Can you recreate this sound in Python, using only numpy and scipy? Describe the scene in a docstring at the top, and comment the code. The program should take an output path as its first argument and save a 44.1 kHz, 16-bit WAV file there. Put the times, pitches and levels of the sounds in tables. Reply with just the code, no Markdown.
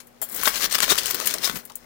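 """Gloved hands dig through coins and torn paper wrappers in a plastic bin near the left microphone.
First, loose coins clink and slide. From about 0.45 s the hand shoves the pile in short pushes: many
small impacts merge into a crunch, coins ring, their rims squeak, and the bin knocks and rumbles.
From 0.7 s the wrappers snap as their creases give way. The pushes end near 1.6 s and a few light
clinks follow. Throughout, a small dry room with a faint hum answers."""
import sys
import numpy as np
from scipy import signal
from scipy.fft import rfft, irfft, next_fast_len
from scipy.io import wavfile
from scipy.ndimage import uniform_filter1d, map_coordinates

SR = 44100
rng = np.random.default_rng(int(sys.argv[2]) if len(sys.argv) > 2 else 0)


def unload_audio(sound):
    """Save the sound as a 16-bit wav file, at the path given as the first command line argument."""
    columns = np.transpose(np.atleast_2d(sound))
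    # keep every value between -1 and 1, then stretch to whole-number steps
    steps = np.round(np.clip(columns, -1, 1) * 32767)
    wavfile.write(sys.argv[1], SR, steps.astype(np.int16))


N = 81585
TIME = np.arange(N) / SR
COIN_T60_S = 0.048

# Steady digging between pushes. Each row: time in seconds, level in dB.
DIGGING_LEVEL = [(0, -70), (.2, -60.5), (.29, -48), (.36, -38), (.42, -26), (.52, -61), (.62, -26),
                 (.695, -49), (.74, -39), (.87, -28.5), (1.02, -30.5), (1.17, -31.5), (1.31, -27),
                 (1.39, -39), (1.5, -28.5), (1.535, -40), (1.6, -40.5), (1.63, -57), (1.85, -54.5)]
# Pushes of the hand. Each row: peak time, rise and fall in seconds, level in dB.
HAND_PUSHES = [(.458, 0.009, 0.029, -19.5), (.562, 0.025, 0.021, -22.5), (0.65, 0.026, 0.0082, -17),
               (0.723, 0.016, 0.031, -24), (.753, 0.019, 0.0074, -19), (0.831, 0.01, 0.012, -14),
               (0.906, 0.012, 0.015, -14.5), (0.991, 0.017, 0.014, -24), (1.099, 0.042, 0.013, -25.5),
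               (1.267, 0.0038, 0.014, -27.5), (1.45, 0.018, 0.015, -20.5), (1.567, 0.011, 0.0039, -28)]
# Coins slipping in the pile. Each row: start in seconds, relative level in dB, T60 in seconds.
COIN_SLIPS = [(.002, -32, 0.056), (.217, -32.5, 0.15), (.433, -17, 0.019), (.456, -15, 0.024),
              (0.475, -13, 0.058), (0.607, -21.5, 0.042), (.747, -23, 0.038), (.7532, -7, 0.012),
              (.783, -15, 0.016), (.7868, -11.5, 0.02), (.8035, -8.5, 0.0055), (.830, -12, 0.033),
              (.880, -17, 0.023), (.9015, -10, 0.054), (.9183, -8, 0.018), (.9235, -11, 0.032),
              (.9545, -16, 0.022), (.979, -11, 0.022), (1.1455, -13.5, 0.024), (1.2005, -13.5, 0.013),
              (1.211, -20.5, 0.04), (1.4737, -12.5, 0.021), (1.497, -14, 0.005), (1.698, -35.5, 0.046)]
# Spectra of the crunch and of ringing coins. Each row: frequency in Hz, relative level in dB.
CRUNCH_SPECTRUM = [(100, -27), (400, -7), (800, -9.5), (1130, 2), (1600, 0.5), (2500, -2.5), (3800, 1.5),
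                   (5500, -0.5), (8000, -4), (12000, -6), (15000, -5), (16000, -12)]
RING_SPECTRUM = [(100, -60), (3000, -36), (7000, -22), (9400, 26), (11800, 3), (13200, -31), (14100, -23),
                 (14500, 6), (15300, 38), (16000, -1)]
def coin_pile():
    """Incoherent summation: digging and pushes add in power, driving a crunch of random impacts."""
    power = level(DIGGING_LEVEL) ** 2
    for peak, rise, fall, db in HAND_PUSHES:
        width = np.where(TIME < peak, rise, fall)
        power += amp(db) ** 2 * np.exp(-((TIME - peak) / width) ** 2)
    effort = np.sqrt(power)
    crunch = grains(effort, per_s=1800, spread_db=5, voice=lambda: contact(t60=0.0068))
    rings = grains(effort, per_s=330, spread_db=12, voice=lambda: contact(COIN_T60_S))
    return colour(crunch + snaps(COIN_SLIPS), CRUNCH_SPECTRUM) + amp(-10) * colour(rings, RING_SPECTRUM)


# Coins sliding on top. 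Each row: time in seconds, level in dB.
SLIDING_LEVEL = [(0, -51), (.2, -78), (.28, -45), (.35, -23.5), (.42, -33), (.47, -16.5), (.53, -36),
                 (.65, -24.5), (.7, -71), (.75, -38), (.95, -74), (1.1, -30), (1.23, -81), (1.28, -43),
                 (1.45, -71), (1.53, -35), (1.57, -28), (1.62, -56), (1.66, -41), (1.73, -82), (1.85, -62)]
# Coin striking coin. Each row: start in seconds, relative level in dB, chatter T60 in seconds.
COIN_CLINKS = [(0.07, -44.5, 0.05), (0.216, -19.5, 0.049), (0.2241, -23, 0.097), (0.2883, -32, 0.023),
               (0.297, -32, 0.04), (.319, -27.5, 0.025), (0.362, -24.5, 0.049), (0.434, -20, 0.066),
               (1.144, -21, 0.035), (1.2565, -18, 0.037), (1.262, -22, 0.058), (1.652, -30.5, 0.022),
               (1.7551, -23.5, 0.029)]
# Spectrum of the clicks. Each row: frequency in Hz, relative level in dB.
CLICK_SPECTRUM = [(100, -39), (600, -40), (2500, -17.5), (5000, -19), (8000, -5), (10500, -2),
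                  (12500, -1.5), (13400, 0), (14500, 1.5), (16000, 0.5)]
def loose_coins():
    """Impact excitation: sliding and colliding coins click and set their neighbours ringing."""
    sliding = level(SLIDING_LEVEL)
    clicks = grains(sliding, per_s=840, spread_db=7, voice=lambda: contact(t60=0.021))
    rings = amp(-14) * grains(sliding, per_s=390, spread_db=15, voice=lambda: contact(t60=0.037))
    for start, db, t60 in COIN_CLINKS:
        add(clicks, start, amp(db + 7.5) * contact(t60))
        add(rings, start, amp(db - 18.5) * burst(COIN_T60_S))
    return colour(clicks, CLICK_SPECTRUM) + colour(rings, RING_SPECTRUM)


# Rim scraping rim. Each row: peak time and half length in seconds, pitch in Hz, level in dB.
RIM_SCRAPES = [(.4568, .0015, 3530, -17), (.7265, 0.0014, 8350, -14.5), (.7495, .003, 15000, -18),
               (.905, 0.0051, 3800, -14), (1.110, .004, 14600, -17), (1.151, .004, 15100, -21),
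               (1.273, .0025, 14300, -11.5), (1.445, 0.0067, 3800, -20.5), (1.452, 0.011, 5020, -20),
               (1.456, .008, 14500, -22), (1.489, .005, 15000, -28)]
def rim_squeaks():
    """Stick-slip friction: scraping rims give brief tones of fluttering pitch."""
    def squeak(hz):
        phase = np.angle(signal.hilbert(noise_band(hz, width_hz=0.054 * hz)))
        return unit(np.cos(phase))
    return swells(RIM_SCRAPES, squeak)


# Creases giving way. Each row: start in seconds, relative level in dB, T60 in seconds.
CREASE_SNAPS = [(.7175, -17.5, 0.048), (.8035, -8.5, 0.013), (.9838, -9.5, 0.049), (1.033, -15, 0.0091),
                (1.0578, -11, 0.016), (1.066, -15, 0.035), (1.1095, -10.5, 0.017), (1.2725, -9.5, 0.035),
                (1.3025, -22, .02), (1.309, -15, 0.021), (1.3393, -8.5, 0.024), (1.3835, -17.5, 0.0083),
                (1.444, -11.5, 0.02), (1.4508, -16, 0.023), (1.4562, -14.5, 0.016), (1.7195, -31, 0.0059)]
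# Spectrum of the paper. Each row: frequency in Hz, relative level in dB.
PAPER_SPECTRUM = [(200, -11.5), (1200, -10.5), (2800, -2.5), (5200, 1.5), (9000, -0.5), (12000, -5),
                  (15500, -3.5)]
def wrappers():
    """Buckling: each paper crease gives way with a thin snap."""
    return colour(snaps(CREASE_SNAPS), PAPER_SPECTRUM)


# Rumble of the bin under the hand. Each row: time in seconds, level in dB.
RUMBLE_LEVEL = [(0, -59), (.19, -64.5), (.3, -44), (.39, -35.5), (.55, -39.5), (.65, -37), (.7, -39.5),
                (.76, -39.5), (.92, -35.5), (1.05, -38.5), (1.25, -35.5), (1.42, -40), (1.55, -39.5),
                (1.62, -49.5), (1.75, -62.5), (1.85, -47.5)]
# Coins hitting the bin. Each row: start in seconds, relative levels of wall and bottom in dB.
BIN_KNOCKS = [(0.2167, -31, -60), (.223, -31, -34), (.433, -17, -57), (.4725, -8, -52), (.4762, -7.5, -25),
              (.4797, -10.5, -34), (.640, -21.5, -36), (0.753, -18, -27), (0.804, -16, -34),
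              (.831, -23, -20), (0.879, -16, -25), (0.918, -17.5, -13.5), (1.152, -36, -32),
              (1.347, -24, -30.5), (1.4752, -20, -28.5), (1.496, -16.5, -26.5), (1.566, -49, -28.5)]
# Modes of wall and bottom. Each row: frequency in Hz, relative level in dB, T60 in seconds.
WALL_MODES = [(647, -9, 0.032), (1109, 1.5, 0.043), (1280, 1.5, 0.01), (1514, 7.5, 0.018),
              (1848, 7.5, 0.012), (2230, -5, 0.058), (3160, 3.5, 0.0033)]
BOTTOM_MODES = [(195, -5.5, 0.054), (287, -10, 0.02), (460, 4.5, 0.022), (572, -5, 0.042)]
# Spectrum of the bottom's thuds. Each row: frequency in Hz, relative level in dB.
THUD_SPECTRUM = [(25, -19), (40, -1), (70, -5), (130, -4.5), (220, 2.5), (330, -1), (450, 3.5), (650, -1),
                 (850, -1), (2000, -2), (6000, -55.5)]
def plastic_bin():
    """Damped plate vibration: single knocks ring wall and bottom; dense bumps merge into a rumble."""
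    bumps = grains(level(RUMBLE_LEVEL), per_s=400, spread_db=2, voice=lambda: burst(t60=0.03))
    knocks = np.zeros(N)
    for start, wall_db, bottom_db in BIN_KNOCKS:
        add(knocks, start, amp(wall_db) * ring(WALL_MODES, detune=0.026))
        add(knocks, start, amp(bottom_db - 1) * ring(BOTTOM_MODES, detune=0.172))
        add(bumps, start, amp(bottom_db + 0.5) * burst(t60=0.029))
    low_cut = signal.butter(2, 200, "highpass", fs=SR, output="sos")
    return colour(bumps, THUD_SPECTRUM) + signal.sosfilt(low_cut, knocks)


# Hollow tones of the bin. Each row: peak time and half length in seconds, pitch in Hz, level in dB.
BIN_HOLLOW_TONES = [(0.224, 0.011, 640, -34.5), (0.478, 0.003, 680, -23), (0.642, 0.011, 253, -35),
                    (0.908, 0.0063, 455, -28.5), (0.921, 0.0076, 253, -28.5), (1.149, 0.0077, 364, -29),
                    (1.222, 0.0066, 650, -31.5), (1.354, 0.0094, 593, -33), (1.396, 0.0072, 373, -35.5),
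                    (1.504, 0.0074, 176, -35.5), (1.556, 0.022, 222, -34.5), (1.71, 0.0089, 1010, -40.5)]
def hollow_tones():
    """Resonance: short hollow tones of the bin, the body of knocks and thumps, and glove rubs."""
    return swells(BIN_HOLLOW_TONES, lambda hz: noise_band(hz, width_hz=0.4 * hz))


def table_sway():
    """Forced vibration: the table sways under the hand, loosely following the bin's rumble."""
    return amp(-57.5) * unit(level(RUMBLE_LEVEL) ** 0.31) * noise_band(36.8, width_hz=3.1)


# Reverberation time. Each row: frequency in Hz, T60 in seconds.
TAIL_T60 = [(200, 0.15), (1500, 0.22), (6000, 0.078), (15000, 0.12)]
# Spectrum of the reverberation. Each row: frequency in Hz, relative level in dB.
TAIL_SPECTRUM = [(100, -40), (500, -22.5), (1500, -17.5), (5000, -15), (15000, -17)]
def room(x, places=24, delay_s=0.001528):
    """Diffuse reverberation: a short tail differs for each microphone and each place the hand stirs."""
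    out, place = np.zeros((2, N)), np.linspace(0, places - 1, N)
    for k in range(places):
        hz, t, noise = signal.stft(rng.standard_normal((2, SR // 3)), SR, nperseg=256)
        decay = amp(-60 * t / along(TAIL_T60, hz)[:, None])
        decay /= np.sqrt(np.sum(decay ** 2, 1, keepdims=True) * t[1] * SR)  # unit energy per band
        tail = signal.istft(noise * decay * amp(along(TAIL_SPECTRUM, hz))[:, None], SR, nperseg=256)[1]
        part = np.flatnonzero(np.abs(place - k) < 1)
        crossfade = np.cos(np.pi / 2 * (place[part] - k))
        wet = signal.fftconvolve((x[part] * crossfade)[None], tail, axes=1)
        for channel in range(2):
            add(out[channel], part[0] / SR + delay_s, wet[channel])
    return out


# Spectrum of the room air. Each row: frequency in Hz, relative level in dB.
AIR_SPECTRUM = [(25, -11), (60, -9), (120, 4.5), (250, -1.5), (500, 3.5), (1000, -4), (2500, -11.5),
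                (6000, -19), (16000, -21)]
def background(hum_hz=241.7):
    """Noise floor: broadband room air and a faint steady hum, both stronger on the left."""
    air = colour(rng.standard_normal((2, N)), AIR_SPECTRUM)
    hum = np.sqrt(2) * np.sin(2 * np.pi * hum_hz * TIME)
    return air * amp([[-54.5], [-57.5]]) + hum * amp([[-59], [-67]])


def grains(envelope, per_s, spread_db, voice, count=16):
    """Shot noise: random impacts of uneven size follow an envelope, shared among several voices."""
    hits = (rng.random(N) < per_s / SR) * amp(spread_db * np.clip(rng.standard_normal(N), -2, 2))
    hits *= rng.choice([-1, 1], N)
    local_power = np.abs(uniform_filter1d(hits ** 2, size=900))
    hits = envelope * hits / np.sqrt(local_power + 1e-3)
    owner, out = rng.integers(count, size=N), np.zeros(N)
    for k in range(count):
        response = voice()
        out += signal.fftconvolve(hits * (owner == k), response / np.linalg.norm(response))[:N]
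    return out


def snaps(rows):
    """Sudden release: each snap is a dry crack with a short chatter."""
    out = np.zeros(N)
    for start, db, t60 in rows:
        chatter, crack = contact(t60), amp(3) * contact(t60=0.006)
        add(out, start, amp(db) * (chatter + crack))
    return out


def contact(t60, size=6000, attack_s=0.00029, ripple_db=3.5, ripple_hz=391.3):
    """Resonance: a burst gets random spectral peaks, since each coin and crease differs."""
    x = burst(t60, size) * (1 - np.exp(-np.arange(size) / SR / attack_s))
    position = np.fft.rfftfreq(size, 1 / SR) / ripple_hz
    ripple = map_coordinates(rng.standard_normal(size=200), [position], mode="mirror")
    return irfft(rfft(x) * minimum_phase(unit(amp(ripple_db * ripple))))


def burst(t60, size=6000):
    """Exponential decay: a spray of tiny contacts falls 60 dB in t60 seconds."""
    return rng.standard_normal(size) * amp(-60 * np.arange(size) / SR / t60)


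def ring(modes, detune, size=6000):
    """Modal superposition: damped sines, a little different at each strike."""
    hz, db, t60 = np.transpose(modes)[:, :, None]
    t = np.arange(size) / SR
    gain = amp(db + 2 * rng.standard_normal(hz.shape)) * rng.choice([-1, 1], hz.shape)
    hz = hz * (1 + detune * rng.standard_normal(hz.shape))
    partials = gain * np.sin(2 * np.pi * hz * t) * amp(-60 * t / t60)
    return np.sqrt(2) * np.sum(partials, 0) / np.linalg.norm(gain)


def swells(rows, voice):
    """Amplitude modulation: each tone swells and fades under a Gaussian envelope."""
    out = np.zeros(N)
    for peak, half_length, hz, db in rows:
        shape = np.exp(-((TIME - peak) / half_length) ** 2)
        out += amp(db) * np.sqrt(np.mean(shape ** 2)) * unit(shape * voice(hz))
    return out


def noise_band(hz, width_hz):
    """Band-limited noise: a fuzzy tone of rms 1."""
    band = np.exp(-((np.fft.rfftfreq(N, 1 / SR) - hz) / width_hz) ** 2)
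    return unit(irfft(rfft(rng.standard_normal(N)) * band, N))


def colour(x, spectrum):
    """Spectral shaping: a causal filter that keeps the power of white noise."""
    size = 2 * next_fast_len(N)
    gain = unit(amp(along(spectrum, np.fft.rfftfreq(size, 1 / SR))))
    return irfft(rfft(x, size) * minimum_phase(np.maximum(gain, 1e-6)))[..., :N]


def minimum_phase(gain):
    """Causality: folding the cepstrum onto positive time keeps the gain and removes pre-ringing."""
    cepstrum = irfft(np.log(gain))
    half = len(cepstrum) // 2
    cepstrum[1:half] *= 2
    cepstrum[half + 1:] = 0
    return np.exp(rfft(cepstrum))


def amp(db):
    """Decibels to gain."""
    return 10 ** (np.asarray(db) / 20)


def unit(x):
    """Normalisation to rms 1."""
    return x / np.sqrt(np.mean(x ** 2) + 1e-20)


def along(points, hz):
    """Interpolation on a log frequency axis."""
    frequencies, values = np.transpose(points)
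    return np.interp(np.log(hz + 1), np.log(frequencies + 1), values)


def level(rows):
    """Interpolation of levels in dB to a gain for each sample."""
    return amp(np.interp(TIME, *np.transpose(rows)))


def add(track, start, x):
    """Superposition of x on the track, from start in seconds."""
    i = max(0, round(start * SR))
    track[i:i + len(x)] += x[:max(0, N - i)]


def scene():
    """Direct and reverberant fields: the left microphone hears both, the right only the room."""
    near = coin_pile() + wrappers() + loose_coins() + rim_squeaks()
    near += plastic_bin() + hollow_tones() + table_sway()
    return np.array([near, np.zeros(N)]) + room(near) * amp([[7], [0]]) + background()


def record(dry, top_hz=16150):
    """Clipping and band limiting: peaks stop at full scale, then the highest treble is cut."""
    size = 2 * next_fast_len(N)
    passband = np.clip((top_hz - np.fft.rfftfreq(size, 1 / SR)) / 300, 0, 1)
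    return irfft(rfft(np.clip(dry, -1, 1), size) * passband, size)[:, :N]


dry = scene()
out = record(dry)
unload_audio(out)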